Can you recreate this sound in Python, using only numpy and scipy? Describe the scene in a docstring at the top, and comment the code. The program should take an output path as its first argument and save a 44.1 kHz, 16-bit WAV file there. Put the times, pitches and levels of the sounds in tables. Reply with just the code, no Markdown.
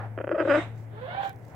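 """Parrot growling in a nest box

Close up, single throat pops run together into a fluttering, rough buzz: pulses from the syrinx
ring the bird's resonances and its small box. The growl ends in a puff of air, then the bird draws
a hissing breath and its narrowed airway whistles a rising wheeze.
The bedding ticks and rustles faintly over a low, wavering hum."""
import sys
import numpy as np
from scipy import signal
from scipy.fft import rfft, irfft, next_fast_len
from scipy.io import wavfile
from scipy.ndimage import map_coordinates

SR = 44100
rng = np.random.default_rng(int(sys.argv[2]) if len(sys.argv) > 2 else 0)


def persist_wave(psi):
    """Save psi, clipped to +-1, as 16-bit WAV."""
    counts = np.round(np.clip(psi, -1, 1) * 32767).astype(np.int16)
    wavfile.write(sys.argv[1], SR, np.atleast_2d(counts).T)


N = 68355

# Pan of the ambience and of the outgoing air. Each row: frequency in Hz, left over right in dB.
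ROOM_PAN = [(100, 6.5), (600, -1), (2000, -9), (7000, 6), (13000, -1.5)]
PUFF_PAN = [(400, -3.5), (1000, -1), (2200, -5.5), (4000, 0), (8000, 3)]
# Stereo width of the ambience. Each row: frequency in Hz, left-right correlation.
ROOM_CORRELATION = [(100, 0.94), (600, 0.59), (2000, 0.17), (6000, 0.12)]
INHALE_LAG_S = .00027


def amp(db):
    """Decibels to gain."""
    return 10 ** (np.asarray(db) / 20)


def unit(x):
    """Scale to rms 1."""
    return x / np.sqrt(np.mean(x ** 2) + 1e-20)


def along(points, hz):
    """Read (Hz, value) points on a log frequency axis."""
    freqs, values = np.transpose(points)
    return np.interp(np.log(hz + 1), np.log(freqs + 1), values)


def clock():
    """Time of every sample in seconds."""
    return np.arange(N) / SR


def curves(rows):
    """An automation curve for each column after the time."""
    times, *columns = np.transpose(rows)
    return [np.interp(clock(), times, column) for column in columns]


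def wobble(rate):
    """A smooth random curve with `rate` knots a second."""
    return map_coordinates(rng.standard_normal(int(N * rate / SR) + 4), [clock() * rate])


def filtered(x, response):
    """Filter x by a complex function of frequency."""
    size = 2 * next_fast_len(N)
    return irfft(rfft(x, size) * response(np.fft.rfftfreq(size, 1 / SR)), size)[..., :N]


def causal(points, hz):
    """Minimum-phase EQ response through (Hz, dB) points."""
    cepstrum = irfft(np.log(amp(along(points, hz))))
    half = len(cepstrum) // 2
    cepstrum[1:half] *= 2
    cepstrum[half + 1:] = 0
    return np.exp(rfft(cepstrum))


def resonate(x, modes, eq):
    """Ring parallel resonances of alternating polarity, then apply an EQ."""
    def response(f):
        bank = sum((-1) ** k * amp(db) * 1j * f * width / (hz * hz - f * f + 1j * f * width)
                   for k, (hz, width, db) in enumerate(modes))
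        return bank * causal(eq, f)
    return filtered(x, response)


def place(x, pan, lag_s=0):
    """Pan by frequency, the left channel lag_s behind the right."""
    half = np.array([[.5], [-.5]])
    return filtered(x, lambda hz: amp(half * along(pan, hz)) * np.exp(-2j * np.pi * hz * half * lag_s))


def rush(colour, correlation):
    """Coloured stereo noise of rms 1, its width set by frequency."""
    def response(hz):
        angle = np.arccos(np.clip(along(correlation, hz), -1, 1)) / 2
        return amp(along(colour, hz)) * [np.cos(angle), np.sin(angle)]
    mid, side = filtered(rng.standard_normal((2, N)), response)
    return unit(np.array([mid + side, mid - side]))


def pulses(times, sizes):
    """Sharp windowed-sinc pulses, timed between samples."""
    at = np.asarray(times)[:, None] * SR
    taps = np.floor(at).astype(int) + np.arange(-7, 9)
    shapes = np.sinc(taps - at) * np.sinc((taps - at) / 8) * np.asarray(sizes)[:, None]
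    return np.bincount(np.clip(taps, 0, N - 1).ravel(), shapes.ravel(), N)


def background():
    """A low hum wavers over a quiet bed of noise."""
    # Course of the hum. Each row: time in seconds, pitch in Hz, level in dB.
    course = [(0.0, 109.4, -35), (0.232, 108.4, -40.5), (0.378, 120.2, -60), (0.426, 116.4, -43.5),
              (0.482, 110.4, -42), (0.742, 111.7, -37), (1.056, 111.9, -43), (1.164, 120, -45),
              (1.194, 115.1, -54.5), (1.442, 116.8, -43.5), (1.506, 108.1, -69), (1.55, 107.7, -39)]
    # Its partials. Each row: harmonic number, relative level in dB.
    partials = [(1, -1), (2, -23.5)]
    # Colour of the noise bed. Each row: frequency in Hz, relative level in dB.
    bed_colour = [(25, -18), (55, -4), (85, 8), (140, 9), (220, 0), (750, -3.5), (1150, -16), (2100, -17),
                  (3800, -40), (15000, -37)]
    hz, db = curves(course)
    phase = 2 * np.pi * np.cumsum(hz) / SR
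    hum = np.sqrt(2) * amp(db) * sum(amp(level) * np.sin(k * phase) for k, level in partials)
    bed = amp(-48) * rush(bed_colour, ROOM_CORRELATION)
    return place(hum, pan=[(1, 4.5)]) + place(bed, ROOM_PAN)


def bedding():
    """Wood chips tick and rustle under the bird."""
    # Chip ticks. Each row: start in seconds, level in dB, left over right in dB.
    ticks = [(1.2947, -37, 5), (1.3301, -49, 4), (1.3601, -50, 4), (1.3635, -53, 4), (1.3875, -53, 4),
             (1.395, -56, 4), (1.4514, -48, 4), (1.483, -55, 3)]
    # Soft shifts of the chips. Each row: centre in seconds, half width in seconds, level in dB.
    shifts = [(0.801, 0.05, -67), (1.259, 0.04, -58.5), (1.5, 0.082, -68)]
    # Colours of both. Each row: frequency in Hz, relative level in dB.
    tick_colour = [(1000, -33), (4000, -9), (7000, -13.5), (10000, -16.5), (13000, -11), (15500, -4.5)]
    rustle_colour = [(2000, -8), (5000, -2.5), (7500, -3), (10000, -16.5), (13000, -8.5), (15500, -6.5)]
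    t60_s, grain_db = .005, 2.5
    t = clock()
    half = np.array([[.5], [-.5]])
    decays = sum(amp(db + half * pan - 60 * np.abs(t - start) / t60_s) * (t >= start)
                 for start, db, pan in ticks)
    swells = sum(amp(db) * np.exp(-((t - centre) / width) ** 2) for centre, width, db in shifts)
    grains = unit(amp(grain_db * wobble(rate=400)) * rush(rustle_colour, ROOM_CORRELATION))
    return decays * rush(tick_colour, ROOM_CORRELATION) + place(swells * grains, ROOM_PAN)


def breath():
    """Air rushes through the parrot's throat and beak, out and in."""
    # Airflow of a fading breath, the puff, the inhale and the start of the next breath.
    # Each row: time in seconds, level in dB.
    first_flow = [(0, -38.5), (.055, -42.5), (.10, -55.5), (.2, -66), (.25, -100)]
    puff_flow = [(.33, -76), (.39, -55), (.48, -43), (.55, -35.5), (.595, -34.5), (.63, -38.5),
                 (.67, -47.5), (.73, -58.5), (.85, -75)]
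    inhale_flow = [(.86, -80), (.93, -58), (.98, -52), (1.08, -45), (1.15, -39.5), (1.19, -42),
                   (1.235, -34.5), (1.27, -41), (1.30, -48), (1.42, -97)]
    last_flow = [(1.38, -86), (1.42, -100), (1.48, -63), (1.55, -49)]
    # Colours of the air. Each row: frequency in Hz, relative level in dB.
    soft_colour = [(200, -36), (400, -7), (750, 4.5), (1100, -5), (1700, -5.5), (2500, -21.5), (4300, -35),
                   (12000, -62)]
    puff_colour = [(200, -2), (400, -6.5), (700, 3), (1100, -1.5), (1750, -3.5), (2140, -3), (2400, -6),
                   (3100, -12), (3800, -10.5), (4400, -27.5), (6500, -27.5), (8000, -26), (11000, -47.5),
                   (15000, -50.5)]
    inhale_colour = [(250, -41), (400, -17), (520, 3.5), (750, 0.5), (1050, 1.5), (1270, -6.5), (1600, 2),
                     (2000, -9.5), (2400, -15.5), (3400, -8.5), (4500, -24), (5500, -43.5), (10000, -67.5),
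                     (15000, -50.5)]
    # Stereo width of the air. Each row: frequency in Hz, left-right correlation.
    correlation = [(300, 1), (900, 0.81), (2000, 0)]
    # Pan of the inhale. Each row: frequency in Hz, left over right in dB.
    inhale_pan = [(300, -10.5), (600, 11), (1020, -4.5), (1790, -4.5), (3150, -2), (4500, 4)]
    flow = lambda rows: amp(curves(rows)[0])
    puff = flow(puff_flow) * rush(puff_colour, correlation)
    inhale = flow(inhale_flow) * rush(inhale_colour, correlation)
    soft = (flow(first_flow) + flow(last_flow)) * rush(soft_colour, correlation)
    return place(puff + soft, PUFF_PAN) + place(inhale, inhale_pan, INHALE_LAG_S)


def wheeze():
    """The narrowed airway whistles, reedy as it rises, purer on a faltering held note."""
    # The whistle. Each row: time in seconds, pitch in Hz, fundamental in dB, overtones in dB.
    course = [(.92, 400, -62, -66), (.98, 443, -49, -37), (1.005, 480, -55, -47), (1.025, 502, -42, -39),
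              (1.066, 532, -43, -35), (1.074, 600, -53, -50), (1.084, 680, -42, -44),
              (1.113, 730, -44, -33), (1.138, 745, -52, -42), (1.149, 760, -33, -39),
              (1.165, 772, -46, -38), (1.183, 784, -30, -33), (1.208, 794, -29, -42), (1.23, 792, -45, -44),
              (1.25, 780, -32, -35), (1.273, 792, -30, -39), (1.286, 790, -42, -40), (1.308, 780, -48, -44),
              (1.335, 785, -55, -66), (1.40, 785, -64, -85)]
    # Trim of each partial in dB, from the fundamental up.
    trims = [-.5, -12.5, -16, -22.5, -27]
    # Colour of the beak. Each row: frequency in Hz, gain in dB.
    beak_eq = [(700, 1), (1200, -6), (1550, 1), (3200, -3)]
    flicker_db, fuzz_rad = 2, .42
    t = clock()
    hz, db, overtone_db = curves(course)
    wander = .01 * amp(np.minimum(-42 - db, 10))  # the quieter the note, the less steady its pitch
    phase = 2 * np.pi * np.cumsum(hz * (1 + wander * wobble(rate=250))) / SR
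    tone = np.zeros(N)
    for k, trim in enumerate(trims):
        gain = amp((overtone_db if k else db) + trim + flicker_db * wobble(rate=120))
        fuzz = np.sqrt(k) * fuzz_rad * wobble(rate=150)
        tone += gain * np.sin((k + 1) * phase + fuzz)
    gate = (t > course[0][0]) & (t < course[-1][0])
    whistle = filtered(np.sqrt(2) * tone * gate, lambda f: amp(along(beak_eq, f)))
    return place(whistle, pan=[(1, -11.5)], lag_s=INHALE_LAG_S)


def puff_rings():
    """As the growl lets go, the escaping air briefly sounds narrow, unsteady resonances."""
    # The rings. Each row: centre in seconds, half width in seconds, pitch in Hz, level in dB.
    rings = [(.592, .024, 2140, -38), (.606, .02, 1870, -40), (.61, .035, 3680, -50)]
    flicker_db = 2.5
    t = clock()
    sound = np.zeros(N)
    for centre, width, hz, db in rings:
        swell = amp(db + flicker_db * wobble(rate=150)) * np.exp(-((t - centre) / width) ** 2)
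        sound += swell * np.sin(2 * np.pi * hz * t + wobble(rate=150))
    return place(sound, PUFF_PAN)


def flutter():
    """The growl comes in short surges: three drive envelopes, two textures and where it is active."""
    # Surges. Each row: start in seconds, length in seconds, drive of the hollow, the throat and
    # the rasp in dB, period doubling from 0 to 1, roughness from 0 to 1.
    surges = [(0.293, 0.016, -29.5, -35.5, -49, 0.08, 0.4), (0.308, 0.016, -30, -24.5, -36, 0.56, 0.9),
              (0.319, 0.015, -27, -38, -41, 0.85, 0.5), (0.343, 0.018, -48.5, -22.5, -36.5, 0.25, 0.2),
              (0.363, 0.012, -43, -27.5, -43, 0.1, 0.2), (0.379, 0.014, -26.5, -21, -32.5, 0.7, 0.8),
              (0.391, 0.031, -24, -24.5, -31.5, 0.8, 0.88), (0.423, 0.015, -33, -28, -46.5, 1, 0.9),
              (0.449, 0.012, -20, -24.5, -36, 0.6, 0.7), (0.47, 0.022, -32, -23, -39.5, 0.9, 1),
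              (0.481, 0.012, -20.5, -45.5, -33, 1, 0.1), (0.494, 0.039, -34.5, -20, -26, 0.9, 0.31),
              (0.537, 0.027, -32.5, -19, -26, 0.83, 0.4), (0.567, 0.02, -22, -26.5, -32.5, 0.88, 0.65)]
    attack_s, release_s = .007, .012
    t = clock()
    start, length, *columns = np.transpose(surges)[:, :, None]
    attack = np.clip((t - start) / attack_s + .5, 0, 1)
    release = np.clip((start + length - t) / release_s + .5, 0, 1)
    gates = attack * release
    overlap = gates.sum(0) + 1e-9
    drives = [(gates * amp(db)).sum(0) / np.maximum(overlap, 1) for db in columns[:3]]
    textures = [np.clip((gates * amount).sum(0) / overlap, 0, 1) for amount in columns[3:]]
    return drives, textures, overlap > .5


def syrinx(doubling, roughness):
    """A rough, airy pulse train, and a clean one an octave down as a level reference."""
    # Pitch of the syrinx. Each row: time in seconds, pitch in Hz.
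    pitch = [(.30, 390), (.314, 560), (.33, 710), (.341, 520), (.349, 660), (.36, 570), (.369, 380),
             (.379, 610), (.388, 680), (.405, 580), (.418, 665), (.445, 490), (.456, 560), (.465, 530),
             (.488, 645), (.498, 582), (.517, 554), (.53, 568), (.545, 616), (.563, 570), (.578, 622)]
    jitter, shimmer_db, air_share = .08, 3.5, .12  # at full roughness
    t = clock()
    hz, = curves(pitch)
    cycles = np.cumsum(hz) / SR
    index = np.arange(1, int(cycles[-1]))
    times = np.interp(index, cycles, t)
    odd = index % 2
    time_scatter, size_scatter = rng.standard_normal((len(times), 2)).T * np.interp(times, t, roughness)
    # Period doubling weakens every second pulse and so adds the octave below.
    weakening = np.interp(times, t, doubling)
    sizes = amp(shimmer_db * size_scatter) * (1 - weakening * odd) / (2 - weakening)
    train = pulses(times + jitter * time_scatter / hz.mean(), sizes)
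    clean = pulses(times, odd)
    turbulence = unit(np.cos(np.pi * cycles / 2) ** 2 * rng.standard_normal(N))
    return train + air_share * roughness * clean.std() * turbulence, clean


def growl():
    """Single pops, then surges of syrinx pulses, ring the hollow, the throat, the rasp and the box."""
    # Throat pops. Each row: time in seconds, relative level in dB, brightness in dB.
    pops = [(0.1763, -31.5, 1.5), (.1792, -34, -4), (0.1854, -45.5, 15), (0.1871, -37, 10.5),
            (0.2015, -33.5, -2), (0.2058, -33, -4), (0.2111, -32.5, 1.5), (.214, -42.5, 10.5),
            (0.2403, -33, -4), (0.2437, -33, 3.5), (0.2708, -35, 4), (0.276, -29, 0.5), (0.2918, -32, 7)]
    # Resonances. Each row: centre in Hz, bandwidth in Hz, gain in dB.
    hollow_modes = [(350.2, 48, 0)]
    throat_modes = [(559.5, 79.6, 0)]
    rasp_modes = [(1150, 340, -2), (1470, 220, 3.5), (2050, 380, -8), (2470, 230, -7), (2950, 400, -12),
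                  (5020, 280, -22)]
    box_modes = [(304, 8, -11)]
    # EQ for the low resonances, the rasp, its dull form and the soft pops.
    # Each row: frequency in Hz, gain in dB.
    body_eq = [(40, -70), (100, -19), (200, 10.5), (290, 24.5), (650, 8), (1000, 8.5), (3000, -46)]
    rasp_eq = [(60, -48), (300, -45), (900, 2.5), (1500, 9.5), (3200, 5), (4000, -17), (5000, 0),
               (6200, -17), (8000, -4), (11000, -38)]
    dull_eq = [(1200, 2), (3000, -8)]
    pop_eq = [(3300, 0), (4500, -14)]
    (hollow, throat, rasp), (doubling, roughness), active = flutter()
    train, clean = syrinx(doubling, roughness)
    pop_s, pop_db, bright_db = np.transpose(pops)

    def ring(modes, eq, drive, pop_levels):
        """Excite one set of resonances with the buzz and the pops."""
        soft_pops = filtered(pulses(pop_s, amp(pop_levels)), lambda f: causal(pop_eq, f))
        return resonate(drive + soft_pops, modes, eq) / resonate(clean, modes, eq)[active].std()

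    opening = np.clip(rasp / amp(-28), 0, 1)  # weak surges are dull, strong ones open up
    dull = filtered(train * rasp * (1 - opening), lambda f: amp(along(dull_eq, f)))
    low = ring(hollow_modes, body_eq, train * hollow, pop_db - 13.5)
    middle = ring(throat_modes, body_eq, train * throat, pop_db + 4.5)
    high = ring(rasp_modes, rasp_eq, train * rasp * opening + dull, pop_db + bright_db - 9.5)
    voice = middle + high - low  # the hollow swings against the throat
    # Pan of the voice. Each row: frequency in Hz, left over right in dB.
    pan = [(330, 3.5), (600, 4), (1020, -3), (1790, -9), (3150, -5), (5000, 9)]
    return place(voice + resonate(voice, box_modes, eq=[(1, .0044)]), pan)


def box(x):
    """The close walls add a very short tail, different in each channel."""
    # Colour of the tail. Each row: frequency in Hz, gain in dB.
    wet_eq = [(300, -18), (700, -9), (1500, -11), (4000, -6)]
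    t60_s = .08
    t = np.arange(SR // 10) / SR
    tail = rng.standard_normal((2, len(t))) * amp(-60 * t / t60_s)
    wet = signal.fftconvolve(x, tail / np.linalg.norm(tail[0]), axes=1)[:, :N]
    return x + filtered(wet, lambda hz: causal(wet_eq, hz))


def scene():
    """The bird in its box, with bedding and background."""
    return box(growl() + puff_rings()) + wheeze() + breath() + bedding() + background()


def record(dry):
    """A brick-wall low-pass at 16 kHz."""
    return filtered(dry, lambda hz: hz < 16000)


dry = scene()
out = record(dry)
persist_wave(out)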